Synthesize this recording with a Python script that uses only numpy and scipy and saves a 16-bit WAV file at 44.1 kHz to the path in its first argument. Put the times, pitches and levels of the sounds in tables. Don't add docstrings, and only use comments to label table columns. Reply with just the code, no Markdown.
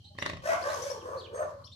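import sys
import numpy as np
from scipy import signal
from scipy.fft import rfft, irfft
from scipy.io import wavfile
from scipy.ndimage import uniform_filter1d

SR = 44100
rng = np.random.default_rng(int(sys.argv[2]) if len(sys.argv) > 2 else 0)


def master_out(mix):
    frames = np.transpose(np.atleast_2d(mix))
    ceiling = np.clip(frames, -1, 1)
    pcm = np.round(ceiling * 32767).astype(np.int16)
    wavfile.write(sys.argv[1], SR, pcm)


def attenuation_scalar(level_db):
    decades = np.asarray(level_db, float) / 20
    return 10 ** decades


N = 77175
T = np.arange(N) / SR

# hz, likeness (0-1)
LEFT_RIGHT_LIKENESS = [(60, 0.85), (300, 0.82), (1000, 0.12), (15000, 0.032)]


def evened(x):
    return x / np.sqrt(np.mean(x ** 2) + 1e-20)


def read(points, hz):
    f, value = np.transpose(points)
    return np.interp(np.log(hz + 1), np.log(f + 1), value)


def add(mix, start_s, sound):
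    part = mix[..., round(start_s * SR):][..., :sound.shape[-1]]
    part += sound[..., :part.shape[-1]]


def coloured(x, spectrum):
    weight = attenuation_scalar(read(spectrum, np.fft.rfftfreq(x.shape[-1], 1 / SR)))
    return irfft(rfft(x) * weight, x.shape[-1])


def slow(size):
    return evened(uniform_filter1d(uniform_filter1d(rng.standard_normal(N), size), size))


def resonate(x, hz, width_hz):
    turn = np.exp(2j * np.pi * np.cumsum(hz * np.ones(len(x))) / SR)
    r = np.exp(-np.pi * width_hz / SR)
    return 2 * (turn * signal.lfilter([1 - r], [1, -r], x / turn + 1e-18)).real


def narrow_band(noise, hz, width_hz):
    return evened(resonate(resonate(noise, hz, width_hz), hz, width_hz))


def rung(noise, bands):
    return sum(attenuation_scalar(db) * narrow_band(noise, hz, width_hz) for hz, width_hz, db in bands)


def likened(a, b, hz):
    same = np.clip(read(LEFT_RIGHT_LIKENESS, hz), 0, 1).reshape(-1, *[1] * (a.ndim - 1))
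    return same * a + np.sqrt(1 - same ** 2) * b


def placed(x, left_lag, wet_db):
    # hz, t60_s
    shed_decay = [(100, 0.62), (600, 0.35), (2000, 0.3), (6000, 0.36), (14000, 0.032)]
    taps = np.zeros((2, SR // 2))
    tap_count = (SR // 2 - 201) // 20
    at = np.arange(200, SR // 2 - 20, 20) + rng.integers(0, 20, (2, tap_count))
    np.put_along_axis(taps, at, rng.choice([-1., 1.], at.shape), 1)
    hz, t, z = signal.stft(taps, SR, nperseg=512)
    z[1] = likened(z[0], z[1], hz)
    decay = attenuation_scalar(-60 * t / read(shed_decay, hz)[:, None])
    tail = signal.istft(z * decay, SR, nperseg=512)[1]
    x = x * np.ones((2, 1))
    wet = signal.fftconvolve(x.mean(0)[None], tail / np.linalg.norm(tail[0]), axes=1)[:, :N]
    return np.array([np.roll(x[0], left_lag), x[1]]) + attenuation_scalar(wet_db) * wet


def engine():
    # order, level_db, phase_rad
    orders = [(3, -73, 0.1), (4, -63.5, 0.043), (5, -54, 0.089), (6, -60, 0.042), (7, -64, 0.24),
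              (9, -79, 0.1), (10, -73.5, 0.045)]
    firing_hz, firing_s, wobble_db = 18.2, 0.0067, 1.0
    turn = 2 * np.pi * firing_hz * (T - firing_s)
    return sum(attenuation_scalar(db + wobble_db * slow(size=2500)) * np.cos(order * turn + phase)
               for order, db, phase in orders)


def flock():
    # time_s, level_db
    twitter_level = [(0, -61), (.03, -61.5), (.05, -57), (.12, -64.5), (.2, -57), (.4, -59.5), (1.0, -58.5),
                     (1.3, -93), (1.4, -77), (1.6, -95), (1.65, -61.5), (1.75, -87)]
    # hz, width_hz, level_db
    twitter_bands = [(3100, 290, -6), (4200, 200, -11.5), (5800, 760, -19)]

    def one_side():
        return sum(attenuation_scalar(db + 2 * slow(size=300)) * narrow_band(rng.standard_normal(N), hz, width_hz)
                   for hz, width_hz, db in twitter_bands)

    return attenuation_scalar(np.interp(T, *np.transpose(twitter_level))) * np.array([one_side(), one_side()])


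def air():
    # hz, level_db
    air_colour = [(15, -22), (25, -8.5), (98, -10.5), (220, -16.5), (340, -30), (787, -37), (899, -44),
                  (2480, -53), (4470, -33), (5250, -42), (14900, -55.5)]
    level_db = -58
    left, right = rfft(rng.standard_normal((2, N)))
    right = likened(left, right, np.fft.rfftfreq(N, 1 / SR))
    return attenuation_scalar(level_db + slow(size=1500)) * evened(coloured(irfft([left, right], N), air_colour))


def birds():
    # start_s, length_s, from_hz, to_hz, bend_hz, level_db, left_minus_right_db
    chirps = [(.042, 0.03, 3785, 3955, 86, -56.5, -12), (0.044, 0.015, 4220, 4300, 96, -62, -3.5),
              (0.061, 0.015, 4135, 4170, -2, -59, 4), (0.078, 0.017, 4150, 4300, 70, -58, -5),
              (0.181, 0.013, 3900, 4600, 181, -51, 4), (0.214, 0.023, 4200, 3490, 4, -44, 1),
              (0.259, 0.039, 3726, 4580, -33, -48, 5), (0.192, 0.026, 5100, 5710, 189, -51, 14),
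              (0.619, 0.027, 4000, 5800, -29, -51, 15.5), (0.685, 0.038, 3600, 4420, -3, -48, 0),
              (0.734, 0.018, 5400, 4840, 2, -52, 18), (0.741, 0.0092, 6500, 6200, -1, -46, 18),
              (0.818, 0.023, 5200, 6200, 384, -46, 20.5), (0.871, 0.025, 6100, 6040, 91, -67, -2),
              (0.893, 0.036, 4600, 5530, 491, -48.5, 23), (0.999, 0.031, 3600, 2448, 5, -58.5, -3.5),
              (1.169, 0.054, 4144, 2917, 897.5, -49, 5.5), (1.228, .05, 3900, 2280, 131.5, -50.5, -6.5),
              (1.641, 0.013, 4050, 5060, -21, -53, 19.5), (1.646, 0.033, 5370, 5376, 119, -58.5, 20.5),
              (1.67, 0.012, 3554, 3235, -6, -49.5, 3), (1.716, 0.024, 3100, 4406, -13, -48.5, 3)]
    fuzz_hz, overtone_db = 149.4, -21.5
    blur_share, blur_width_hz = 0.24, 680
    out = np.zeros((2, N))
    for start_s, length_s, from_hz, to_hz, bend_hz, db, pan_db in chirps:
        u = np.arange(0, 1, 1 / (length_s * SR))
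        hz = from_hz + (to_hz - from_hz) * u + bend_hz * np.sin(np.pi * u)
        wander = evened(uniform_filter1d(rng.standard_normal(4000), size=60))
        hz = hz + fuzz_hz * wander[:len(u)]
        angle = 2 * np.pi * np.cumsum(hz) / SR
        blur = narrow_band(rng.standard_normal(4000)[:len(u)], hz, blur_width_hz)
        whistle = np.sin(angle) + blur_share * blur + attenuation_scalar(overtone_db) * np.sin(2 * angle)
        swell = np.sin(np.pi * u) ** .5
        add(out, start_s, whistle * swell * attenuation_scalar(db + np.array([[pan_db], [-pan_db]]) / 2))
    return out


def moans():
    # start_s, length_s, pitch_hz, level_db
    far_tones = [(.045, 0.019, 815, -63.5), (0.1, 0.048, 811, -62.5), (0.101, 0.025, 606, -60.5)]
    out = np.zeros(N)
    for start_s, length_s, hz, db in far_tones:
        t = np.arange(0, length_s, 1 / SR)
        add(out, start_s, attenuation_scalar(db) * np.sin(np.pi * t / length_s) * np.sin(2 * np.pi * hz * t))
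    return out


def creak():
    # start_s, level_db, bright_db (lifts the snap, lowers the chest)
    flaps = [(0.15, -42, -4), (0.1838, -24, 7), (0.2216, -17.5, 8.5), (0.259, -17, 10.5),
             (0.2946, -18.5, 6), (0.3317, -23, 0.5), (0.368, -29, 3.5)]
    # hz, level_db, t60_s
    chest_modes = [(91.8, 1.5, 0.04), (135, -1.5, 0.04), (192, -2.5, 0.035), (250, -7, 0.03)]
    mouth_modes = [(440, -19, 0.025), (594, -1.5, 0.028), (1095, -1, 0.025), (1480, -15, 0.0098)]
    edge_modes = [(1930, 8.5, 0.011), (2480, -4.5, 0.021), (3100, 3, 0.0076), (3620, -4, 0.021),
                  (4300, -19, 0.0051), (5600, -23, 0.005)]
    # hz, level_db
    puff_colour = [(300, 0.5), (1200, -1.5), (2000, 7), (3600, -3.5), (5000, -8.5), (7500, -13.5),
                   (14000, -30.5)]
    # delay_s, level_db, extra_left_delay_s
    paths = [(0, -9, -0.0035), (.0022, 1, 0.0011), (.0066, -11.5, 0.0044), (.0087, -16, 0.024),
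             (0.0107, -11.5, 0.0095), (.022, -25.5, -0.04)]
    chest_db, mouth_db, edge_db, puff_db, puff_t60_s = -7, -10.5, -23.5, -18.5, 0.021
    chest_rise_s, mouth_rise_s, edge_rise_s = 0.0028, 0.00062, 0.00037
    mouth_late_s, mouth_left_late_s = 0.001843, 0.00019
    detune = .03
    t, out = np.arange(5000) / SR, np.zeros((2, N))

    def ring(modes):
        total = 0
        for hz, db, t60_s in modes:
            strayed_hz = hz * rng.uniform(1 - detune, 1 + detune)
            total = total - attenuation_scalar(db - 60 * t / t60_s) * np.sin(2 * np.pi * strayed_hz * t)
        return total

    def rise(length_s):
        return np.minimum(t / length_s, 1)

    def puff():
        hiss = evened(coloured(rng.standard_normal(len(t)), puff_colour))
        return hiss * attenuation_scalar(puff_db - 60 * t / puff_t60_s)

    for start_s, db, bright_db in flaps:
        chest = attenuation_scalar(chest_db - bright_db) * ring(chest_modes) * rise(chest_rise_s) ** 2
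        mouth = attenuation_scalar(mouth_db) * ring(mouth_modes) * rise(mouth_rise_s)
        add(out[0], start_s + mouth_late_s + mouth_left_late_s, attenuation_scalar(db) * mouth)
        add(out[1], start_s + mouth_late_s, attenuation_scalar(db) * mouth)
        add(out, start_s, attenuation_scalar(db) * chest[None])
        for late_s, path_db, left_late_s in paths:
            edge = (attenuation_scalar(edge_db) * ring(edge_modes) + puff()) * rise(edge_rise_s)
            edge = attenuation_scalar(db + bright_db + path_db) * edge
            add(out[0], start_s + late_s + left_late_s, edge)
            add(out[1], start_s + late_s, edge)
    return out


def grunts():
    # time_s, level_db, second_partial_db, third_partial_db, upper_partials_db,
    # breath_db, flutter_hz, roughness (0-1)
    cries = [(0.418, -65.5, 10, -3, 10, -3.5, 65, 0.56), (0.461, -32.5, -20.5, -10.5, -38, -16, 58.4, 0),
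             (0.477, -35, -9, -16, -17, -11.5, 65, 0.03),
             (0.495, -29.5, -13.5, -11.5, -47, -18.5, 68.3, 0.24),
             (0.537, -34.5, -2.5, -8.5, -44, -14, 66.1, 0.39), (0.574, -40, -6.5, -11, -32, -18.5, 65, 0.2),
             (0.625, -48, 0.5, -7.5, -10, -7.5, 61.8, 0.5), (0.667, -35.5, -3.5, -9, -37, -15.5, 65, 0.22),
             (0.728, -36, -6.5, -13, -27, -12.5, 71.8, 0.37),
             (0.743, -47.5, 7.5, -3.5, -10, -2, 67.25, 0.09),
             (0.858, -40.5, -15.5, -27.5, -20, -8.5, 63.3, 0.05),
             (0.891, -50.5, -18, -2.5, -8, -1, 66.4, 0.08), (0.905, -40, -6.5, -33, -20, -10.5, 64.4, 0),
             (1.004, -56.5, -2, -24, -27, -10.5, 65, 0.56), (1.058, -40.5, -11, -57, -32, -24, 65, 0.49),
             (1.164, -43.5, 1, -49, -32, -24.5, 67.4, 0.04), (1.199, -54.5, -18, -19, -57, -11, 64.6, 0.55),
             (1.252, -50.5, -13.5, -38, -45, -31, 67.6, 0.56), (1.308, -53.5, -9, -49, -48, -51, 63.7, 0.5),
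             (1.348, -39.5, -11.5, -40, -44, -24, 66, 0.26), (1.384, -44.5, -2.5, -6, -23, -23, 62, 0),
             (1.403, -31.5, -16, -49, -49, -43, 64.6, 0.33), (1.432, -37.5, -5, -37, -55, -36, 62.3, 0.2),
             (1.505, -63.5, 9.5, -28, -29, -2, 78, 0.53), (1.527, -49.5, -30, -26, -52, -34, 65, 0.42),
             (1.62, -75, 21.5, -20, -48, -35, 67, 0.21)]
    # time_s, pitch_hz
    pitch = [(.43, 530), (.46, 600), (.485, 660), (.54, 665), (.56, 705), (.6, 715), (.625, 510),
             (.66, 570), (.7, 625), (.745, 560), (.785, 450), (.83, 540), (.865, 590), (.9, 540),
             (.94, 480), (1.02, 430), (1.07, 510), (1.11, 565), (1.15, 540), (1.19, 500), (1.23, 470),
             (1.31, 450), (1.34, 470), (1.36, 540), (1.385, 620), (1.45, 598), (1.48, 570), (1.6, 560)]
    # partial, level_db
    upper_partials = [(4, 13), (5, 4), (6, -2.5)]
    # hz, level_db
    rasp_colour = [(250, -13.5), (450, -17), (1400, 2.5), (1750, 5.5), (1950, -8), (4000, -27), (6000, -27)]
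    breath_colour = [(1710, -33), (2900, -4), (3300, 7.5), (4250, 5), (5670, 12.5), (8320, 3),
                     (13500, -1.5), (14600, -44), (14900, -32.5)]
    # hz, width_hz, level_db
    throat_bands = [(1060, 140, 5), (820, 150, -3)]
    mouth_bands = [(1553, 293, 7.5), (2080, 420, -9), (2460, 220, -6)]
    jitter, flutter_jitter, flutter_depth, shimmer_db = 0.011, 0.089, 0.57, 1.5
    rasp_width_hz, rough_per_partial = 166, 0.14
    octave_db, throat_db, mouth_rasp_db, rasp_floor_db = -2, -0.5, -3, -12.5

    s, *columns = np.transpose(cries)
    db, second_db, third_db, upper_db, breath_db, rate_hz, rough = (np.interp(T, s, c) for c in columns)
    hz, rough = np.interp(T, *np.transpose(pitch)), np.clip(rough, 0, 1)
    turns = np.cumsum(rate_hz * (1 + flutter_jitter * slow(size=300))) / SR
    flutter = 1 + flutter_depth * np.cos(2 * np.pi * turns)
    flutter = evened(flutter * attenuation_scalar(shimmer_db * slow(size=200)))
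    angle = 2 * np.pi * np.cumsum(hz * (1 + jitter * slow(size=120))) / SR
    noise = rng.standard_normal(N)

    def partial(k):
        width_hz = rasp_width_hz * k
        rasp = evened(resonate(resonate(noise, k * hz, width_hz), k * hz, 2 * width_hz))
        rasp_share = np.clip(rough + rough_per_partial * (k - 1), 0, .95)
        return np.sqrt(2 * (1 - rasp_share)) * np.sin(k * angle) + np.sqrt(rasp_share) * rasp

    throat = evened(rung(noise, throat_bands))
    mouth = evened(rung(noise, mouth_bands))
    second = attenuation_scalar(octave_db) * partial(2) + attenuation_scalar(throat_db) * throat
    third = partial(3) + attenuation_scalar(mouth_rasp_db) * mouth
    upper = evened(sum(attenuation_scalar(d) * partial(k) for k, d in upper_partials))
    voice = partial(0.99)
    voice = voice + attenuation_scalar(second_db) * second + attenuation_scalar(third_db) * third + attenuation_scalar(upper_db) * upper
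    voice = voice + attenuation_scalar(rasp_floor_db) * evened(coloured(noise, rasp_colour))
    breath = rng.standard_normal(N) + rng.standard_normal((2, N))
    breath = evened(coloured(breath, breath_colour)) * (0.53 + 0.41 * flutter)
    inside = np.clip(np.minimum(T - s[0], s[-1] - T) / 0.0049, 0, 1)
    return inside * attenuation_scalar(db) * (flutter * voice + attenuation_scalar(breath_db) * breath)


def hisses():
    # start_s, length_s, level_db
    hiss_times = [(1.048, 0.12, -70), (1.331, 0.14, -60)]
    # hz, width_hz, level_db
    hiss_bands = [(8410, 331, 3), (6370, 260, 2.5), (4560, 200, -10)]
    rise_s = 0.027
    level = sum(attenuation_scalar(db) * np.interp(T, [s, s + rise_s, s + length_s], [0, 1, 0])
                for s, length_s, db in hiss_times)
    return rung(rng.standard_normal(N), hiss_bands) * level


def scene():
    # delay_s, left_db, right_db
    wall_echoes = [(.0031, -10, -24), (.0057, -27, -10.5), (.0113, -11.5, -19), (.017, -22, -11)]
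    far_pig = (grunts() + moans()) * attenuation_scalar([[.5], [-.5]])
    echoes = sum(attenuation_scalar([[left_db], [right_db]]) * np.roll(far_pig, round(delay_s * SR), axis=1)
                 for delay_s, left_db, right_db in wall_echoes)
    under_roof = placed(birds() + hisses(), left_lag=0, wet_db=-5)
    near_pig = placed(creak(), left_lag=0, wet_db=-6.5)
    far_pig = placed(far_pig, left_lag=-13, wet_db=-3)
    return near_pig + far_pig + echoes + under_roof + flock() + engine() + air()


def low_pass(x):
    return signal.sosfilt(signal.butter(12, 15040, fs=SR, output="sos"), x)


def record(dry):
    low_cut_hz = 69
    cut = signal.sosfilt(signal.butter(3, low_cut_hz, "high", fs=SR, output="sos"), dry)
    return low_pass(cut)


dry = scene()
out = record(dry)
master_out(out)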